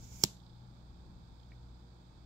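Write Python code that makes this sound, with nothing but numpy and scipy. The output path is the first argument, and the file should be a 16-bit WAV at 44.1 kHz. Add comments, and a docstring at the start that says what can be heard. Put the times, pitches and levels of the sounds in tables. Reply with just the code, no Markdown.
"""Mains hum, rumble and a fluttering hiss, swelling as a bristled wand is drawn from a small plastic tube.
The wand comes free with a sharp pop, answered by a quiet room; the right microphone ticks faintly, a nail taps.
Hum is wavering sines; rumble, microphone hiss and the air past the wiper are coloured noise.
Pop and tap are decaying modes, the pop with a noise crackle; the room is a noise tail decaying band by band."""
import sys
import numpy as np
from scipy import signal
from scipy.fft import rfft, irfft
from scipy.io import wavfile
from scipy.ndimage import uniform_filter1d

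SR = 44100
rng = np.random.default_rng(int(sys.argv[2]) if len(sys.argv) > 2 else 0)


def boost_factor(decibels):
    """Convert a level in decibels to a linear amplitude factor."""
    exponent = np.asarray(decibels, float) / 20
    return 10 ** exponent


def wav_record(signal):
    """Record a signal, one row per channel, as 16-bit PCM in the file named by sys.argv[1]."""
    frames = np.transpose(np.atleast_2d(signal))
    bounded = np.clip(frames, -1, 1)
    # unit amplitude maps onto the largest positive 16-bit level
    quanta = np.round(bounded * 32767).astype(np.int16)
    wavfile.write(sys.argv[1], SR, quanta)


N = 99225
T = np.arange(N) / SR

# Background colour at each microphone. Each row: frequency in Hz, relative level in dB.
LEFT_COLOUR = [(20, -82), (30, -64), (90, -70), (200, -72), (400, -87.5), (650, -87.5), (880, -80),
               (1050, -92), (1600, -94.5), (1900, -104), (2400, -102), (2900, -112), (3600, -108),
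               (4500, -110), (5000, -119), (6500, -122), (7000, -117), (7400, -110), (7900, -122),
               (9000, -124), (12000, -119), (15700, -119), (15850, -135)]
RIGHT_COLOUR = [(20, -86), (30, -75), (90, -69), (200, -72), (400, -86), (880, -86.5), (1400, -88.5),
                (2000, -100), (2300, -95), (2800, -106), (3500, -88), (4200, -92.5), (4900, -89.5),
                (5500, -101), (8300, -103), (9500, -120), (11500, -119), (12000, -114), (12500, -118),
                (14000, -117), (15700, -112), (15850, -135)]
# Likeness of the two backgrounds. Each row: frequency in Hz, correlation of left and right.
CORRELATION = [(60, 0.94), (130, 0.88), (290, 0.7), (640, 0.26), (1410, -0.22), (3100, 0.08), (6820, -0.03),
               (15000, -0.0)]
BACKGROUND_DB, RUMBLE_WALK_DB = -12, 2
# Mains hum lines. Each row: frequency in Hz, left and right level in dB rms, width of wander in Hz.
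HUM_LINES = [(59.6, -59.5, -59, 3), (120, -62, -64.5, 3), (176, -70.5, -66, 8), (313, -86, -77, 8),
             (353, -78, -76.5, 8), (472.4, -80, -85, 2), (2597, -92, -102, 2), (11980, -104, -103, 40)]

# Colour of air past the wiper. Each row: frequency in Hz, relative level in dB.
AIR_COLOUR = [(880, -44), (1500, -24), (1900, -22), (2270, -4), (2490, -12), (3180, -10), (4000, -14),
              (5070, -5.5), (7030, 1.5), (8320, -12.5), (9470, -20.5), (12900, -14), (16000, -16.5)]
# Balance of the air. Each row: frequency in Hz, left minus right in dB.
AIR_BALANCE = [(1500, -33), (2400, 4), (4400, -9), (6500, -10), (9000, -1), (15000, -11.5)]
# Course of the air. Each row: time in seconds, level in dB.
AIR_LEVEL = [(0, -65), (.03, -62.5), (.13, -60), (.16, -59.5), (.2, -57.5), (.225, -53.5), (.234, -52),
             (.2372, -35), (.24, -95)]
# Brightening of the air. Each row: time in seconds, gain of the treble over the rest in dB.
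AIR_TREBLE_GAIN = [(0, -1.5), (.1, -0.5), (.17, 2), (.2, 5.5), (.235, 1.5)]
TREBLE_HZ, FLUTTER_DB = 9037, 1.5

# Modes of tube and wand. Each row: frequency in Hz, relative left and right level in dB, t60 in seconds.
TUBE_MODES = [(690, -26.5, -32.5, .02), (920, -26, -17, .019), (1242, -23, -18.5, .012),
              (1600, -28, -16, .012), (2360, -42, -18, .015), (3400, -13, -11, .015), (4400, -13, -7, .015),
              (5250, -8, -6, 0.01413), (2968, -24.5, -23.5, 0.01506), (5762, -15.5, -10.5, 0.01),
              (6600, -12, -9, .012), (6950, -13.5, -11, 0.013), (7300, -6.5, -8, .016),
              (10100, -22.5, -19.5, .01), (11510, -21.5, -18, .011), (11800, -24, -17.5, .011),
              (14000, -33.5, -14, .012), (15600, -29, -16, .012)]
# First snap of the seal. One row: frequency in Hz, relative left and right level in dB, t60 in seconds.
SNAP_MODE = (5600, -6, 5, .0035)
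# Thump of air in the tube. Each row: frequency in Hz, relative left and right level in dB, t60 in seconds.
THUMP_MODES = [(160.2, -15, -12.5, .035), (196.5, -29.5, -28, .14), (253.2, -22, -17.5, 0.038),
               (330, -18.5, -15.5, 0.028)]
# Crackle of the seal letting go. Each row: frequency in Hz, relative level in dB.
CRACK_COLOUR = [(300, -39.5), (1500, -11.5), (3000, -19), (4300, -4.5), (5500, -2), (7500, 0.5),
                (9000, -22), (12000, -16), (16000, -17)]
POP_S, POP_DB, LEFT_LAG_S, PUSH_S = .2374, -7.5, .00017, .00015
THUMP_LAG_S, THUMP_PUSH_S, MIC_LOW_HZ = .0012, .0011, 73
CRACK_DB, CRACK_T60_S, CRACK_PAN_DB = -13, .014, -3

# Room decay. Each row: frequency in Hz, t60 in seconds.
ROOM_DECAY = [(150, 0.06), (1000, 0.63), (2200, 0.17), (3500, 0.26), (5500, 0.3), (7500, 0.3),
              (11000, 0.34), (15000, 0.15)]
# Colour of the pop in the room. Each row: frequency in Hz, relative level in dB.
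ROOM_COLOUR = [(80, -9), (200, 7), (400, -5.5), (700, -9.5), (1200, -15), (2000, -10.5), (3000, -2.5),
               (4500, -0.5), (6000, -3), (7400, 0), (8500, -16), (9600, -19), (11000, -14), (13000, -14),
               (15500, -15)]
ROOM_DB, SOFT_ROOM_DB, ROOM_RISE_S = -9.5, -14.5, .008
ECHO_S, ECHO_DB, ECHO_SPREAD_S = .0115, 8.5, .001794

# Bursts of hiss. Each row: start in seconds, relative level in dB.
TICK_TIMES = [(0.366, -62), (0.399, -62), (.4295, -66), (.461, -63), (0.495, -62), (0.528, -67),
              (.5587, -69), (.9673, -69.5), (1.3953, -66), (1.43, -65)]
# Colour of the bursts. Each row: frequency in Hz, relative level in dB.
TICK_COLOUR = [(2600, -31.5), (3300, 1), (5000, -1), (5600, -14), (7000, -40)]
TICK_S = .0099

# Modes of nail on plastic. Each row: frequency in Hz, relative level in dB, t60 in seconds.
NAIL_MODES = [(1935, -4, 0.02), (2265, 0.5, 0.019), (2530, -14, 0.012)]
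TAP_S, TAP_DB, TAP_PAN_DB, TAP_PUSH_S = 1.5184, -49.5, -3, .0007

TOP_HZ, POP_TOP_HZ = 15750, 16600


def along(table, hz):
    """Read (Hz, value) rows on a log-frequency axis."""
    table = np.array(table, float)
    return np.interp(np.log(hz + 1), np.log(table[:, 0]), table[:, 1])


def over_time(table):
    """Read (s, value) rows at every sample."""
    return np.interp(T, *np.array(table).T)


def shaped(x, gain):
    """Filter by a gain given as a function of frequency."""
    return irfft(rfft(x) * gain(np.arange(N // 2 + 1) * SR / N), N)


def hiss(colour):
    """Noise of a colour, rms 1."""
    x = shaped(rng.standard_normal(N), lambda hz: boost_factor(along(colour, hz)))
    return x / x.std()


def walk(rate_hz):
    """Smoothed random wander, spread near 1."""
    hold = int(SR / rate_hz)
    steps = np.repeat(rng.standard_normal(N)[:N // hold + 1], hold)
    smooth = uniform_filter1d(uniform_filter1d(steps, hold), hold)
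    return 1.3 * smooth[:N]


def ring(start_s, push_s, hz, db, t60_s):
    """One struck mode: a sine that decays exponentially after a push of finite rise."""
    age = np.maximum(T - start_s, 0)
    rise = 1 - np.exp(-age / push_s)
    return boost_factor(db - 60 * age / t60_s) * np.sin(2 * np.pi * hz * age) * rise


def pan(db):
    """Gains of left and right for a level difference."""
    return boost_factor(np.array([[db], [-db]]) / 2)


def below(x, top_hz):
    """Cut steeply above a frequency."""
    def gain(hz):
        return 1 / (1 + np.exp(np.clip((hz - top_hz) / 40, -50, 50)))
    return np.array([shaped(v, gain) for v in x])


def background():
    """Wandering rumble and microphone hiss; shared noise makes the bass alike left and right."""
    one, other = rng.standard_normal((2, N)) * np.sqrt(SR / 2)

    def like(hz):
        return np.clip(along(CORRELATION, hz), -1, 1)

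    left = shaped(one, lambda hz: boost_factor(along(LEFT_COLOUR, hz)))
    shared = shaped(one, lambda hz: like(hz) * boost_factor(along(RIGHT_COLOUR, hz)))
    own = shaped(other, lambda hz: np.sqrt(1 - like(hz) ** 2) * boost_factor(along(RIGHT_COLOUR, hz)))
    noise = np.array([left, shared + own])
    rumble = np.array([shaped(v, lambda hz: 1 / (1 + (hz / 400) ** 2)) for v in noise])
    wander = boost_factor(RUMBLE_WALK_DB * walk(4.6))
    return boost_factor(BACKGROUND_DB) * (noise + rumble * (wander - 1))


def hum():
    """Mains lines, each wavering in frequency and level alike on both sides."""
    out = np.zeros((2, N))
    for hz, left_db, right_db, width_hz in HUM_LINES:
        phase = 2 * np.pi * np.cumsum(hz + width_hz * walk(20) / 2) / SR
        tone = np.sin(phase) * boost_factor(2.5 * walk(4))
        out += np.sqrt(2) * boost_factor(np.array([[left_db], [right_db]])) * tone
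    return out


def air():
    """Suction hiss past the wiper that grows, brightens and flutters until the wand is out."""
    level = boost_factor(over_time(AIR_LEVEL) + FLUTTER_DB * walk(150))
    both = np.array([shaped(hiss(AIR_COLOUR), lambda hz: boost_factor(side * along(AIR_BALANCE, hz) / 2))
                     for side in (1, -1)])
    treble = np.array([shaped(v, lambda hz: hz > TREBLE_HZ) for v in both])
    return level * (both + treble * (boost_factor(over_time(AIR_TREBLE_GAIN)) - 1))


def pop():
    """Modes struck at once, a later, softer thump and a short crackle; the right microphone is nearer."""
    starts = (POP_S + LEFT_LAG_S, POP_S)
    modes = np.zeros((2, N))
    for side, start in enumerate(starts):
        for mode in TUBE_MODES + [SNAP_MODE]:
            modes[side] += ring(start, PUSH_S, mode[0], mode[1 + side], mode[3])
        for mode in THUMP_MODES:
            modes[side] += ring(start + THUMP_LAG_S, THUMP_PUSH_S, mode[0], mode[1 + side], mode[3])
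    modes = signal.sosfilt(signal.butter(2, MIC_LOW_HZ, "high", fs=SR, output="sos"), modes)
    crack = np.array([hiss(CRACK_COLOUR) * (T > s) * boost_factor(-60 * np.abs(T - s) / CRACK_T60_S)
                      for s in starts])
    return boost_factor(POP_DB) * (modes + boost_factor(CRACK_DB) * pan(CRACK_PAN_DB) * crack)


def room_tail():
    """Diffuse noise decaying band by band, with a cluster of echoes from the nearest wall."""
    tail = np.zeros(N)
    for centre_hz in 62 * 2. ** np.arange(0, 8.5, .5):
        band = shaped(rng.standard_normal(N),
                      lambda hz: np.exp(-(np.log2((hz + 1) / centre_hz) / .35) ** 2))
        tail += band * boost_factor(-60 * T / along(ROOM_DECAY, centre_hz))
    tail *= (1 - np.exp(-(T / ROOM_RISE_S) ** 2)) / np.sqrt(SR / 100)
    return tail * (1 + boost_factor(ECHO_DB) * np.exp(-((T - ECHO_S) / ECHO_SPREAD_S) ** 2))


def room(soft):
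    """The room's answer: a tail per side, set off by the pop as one click and by the softer sounds."""
    impulse = 1. * (np.arange(N) == int(POP_S * SR))
    click = shaped(impulse, lambda hz: boost_factor(ROOM_DB + along(ROOM_COLOUR, hz)))
    source = rfft(click + boost_factor(SOFT_ROOM_DB) * soft.mean(axis=0), 2 * N)
    return np.array([irfft(source * rfft(room_tail(), 2 * N), 2 * N)[:N] for _ in range(2)])


def ticks():
    """Short grainy bursts of hiss, the left at a tenth of the right."""
    shape = sum(boost_factor(db) * np.exp(-((T - start - TICK_S / 2) / (TICK_S / 2)) ** 2)
                for start, db in TICK_TIMES)
    return np.array([[.1], [1]]) * hiss(TICK_COLOUR) * shape * boost_factor(2 * walk(400))


def nail_tap():
    """A nail on plastic: a few short modes struck together."""
    modes = sum(ring(TAP_S, TAP_PUSH_S, *mode) for mode in NAIL_MODES)
    return boost_factor(TAP_DB) * pan(TAP_PAN_DB) * modes


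def scene():
    """Air, pop and tap with the room's answer; ticks, background and hum with them."""
    soft = air() + nail_tap()
    wand_and_nail = below(pop(), POP_TOP_HZ) + below(soft + room(soft), TOP_HZ)
    return wand_and_nail + ticks() + background() + hum()


def roll_off(x):
    """The treble ends steeply here."""
    return signal.sosfilt(signal.butter(12, 16680, fs=SR, output="sos"), x)


def record(dry):
    """The finished mix as the phone stores it."""
    return roll_off(dry)


dry = scene()
out = record(dry)
wav_record(out)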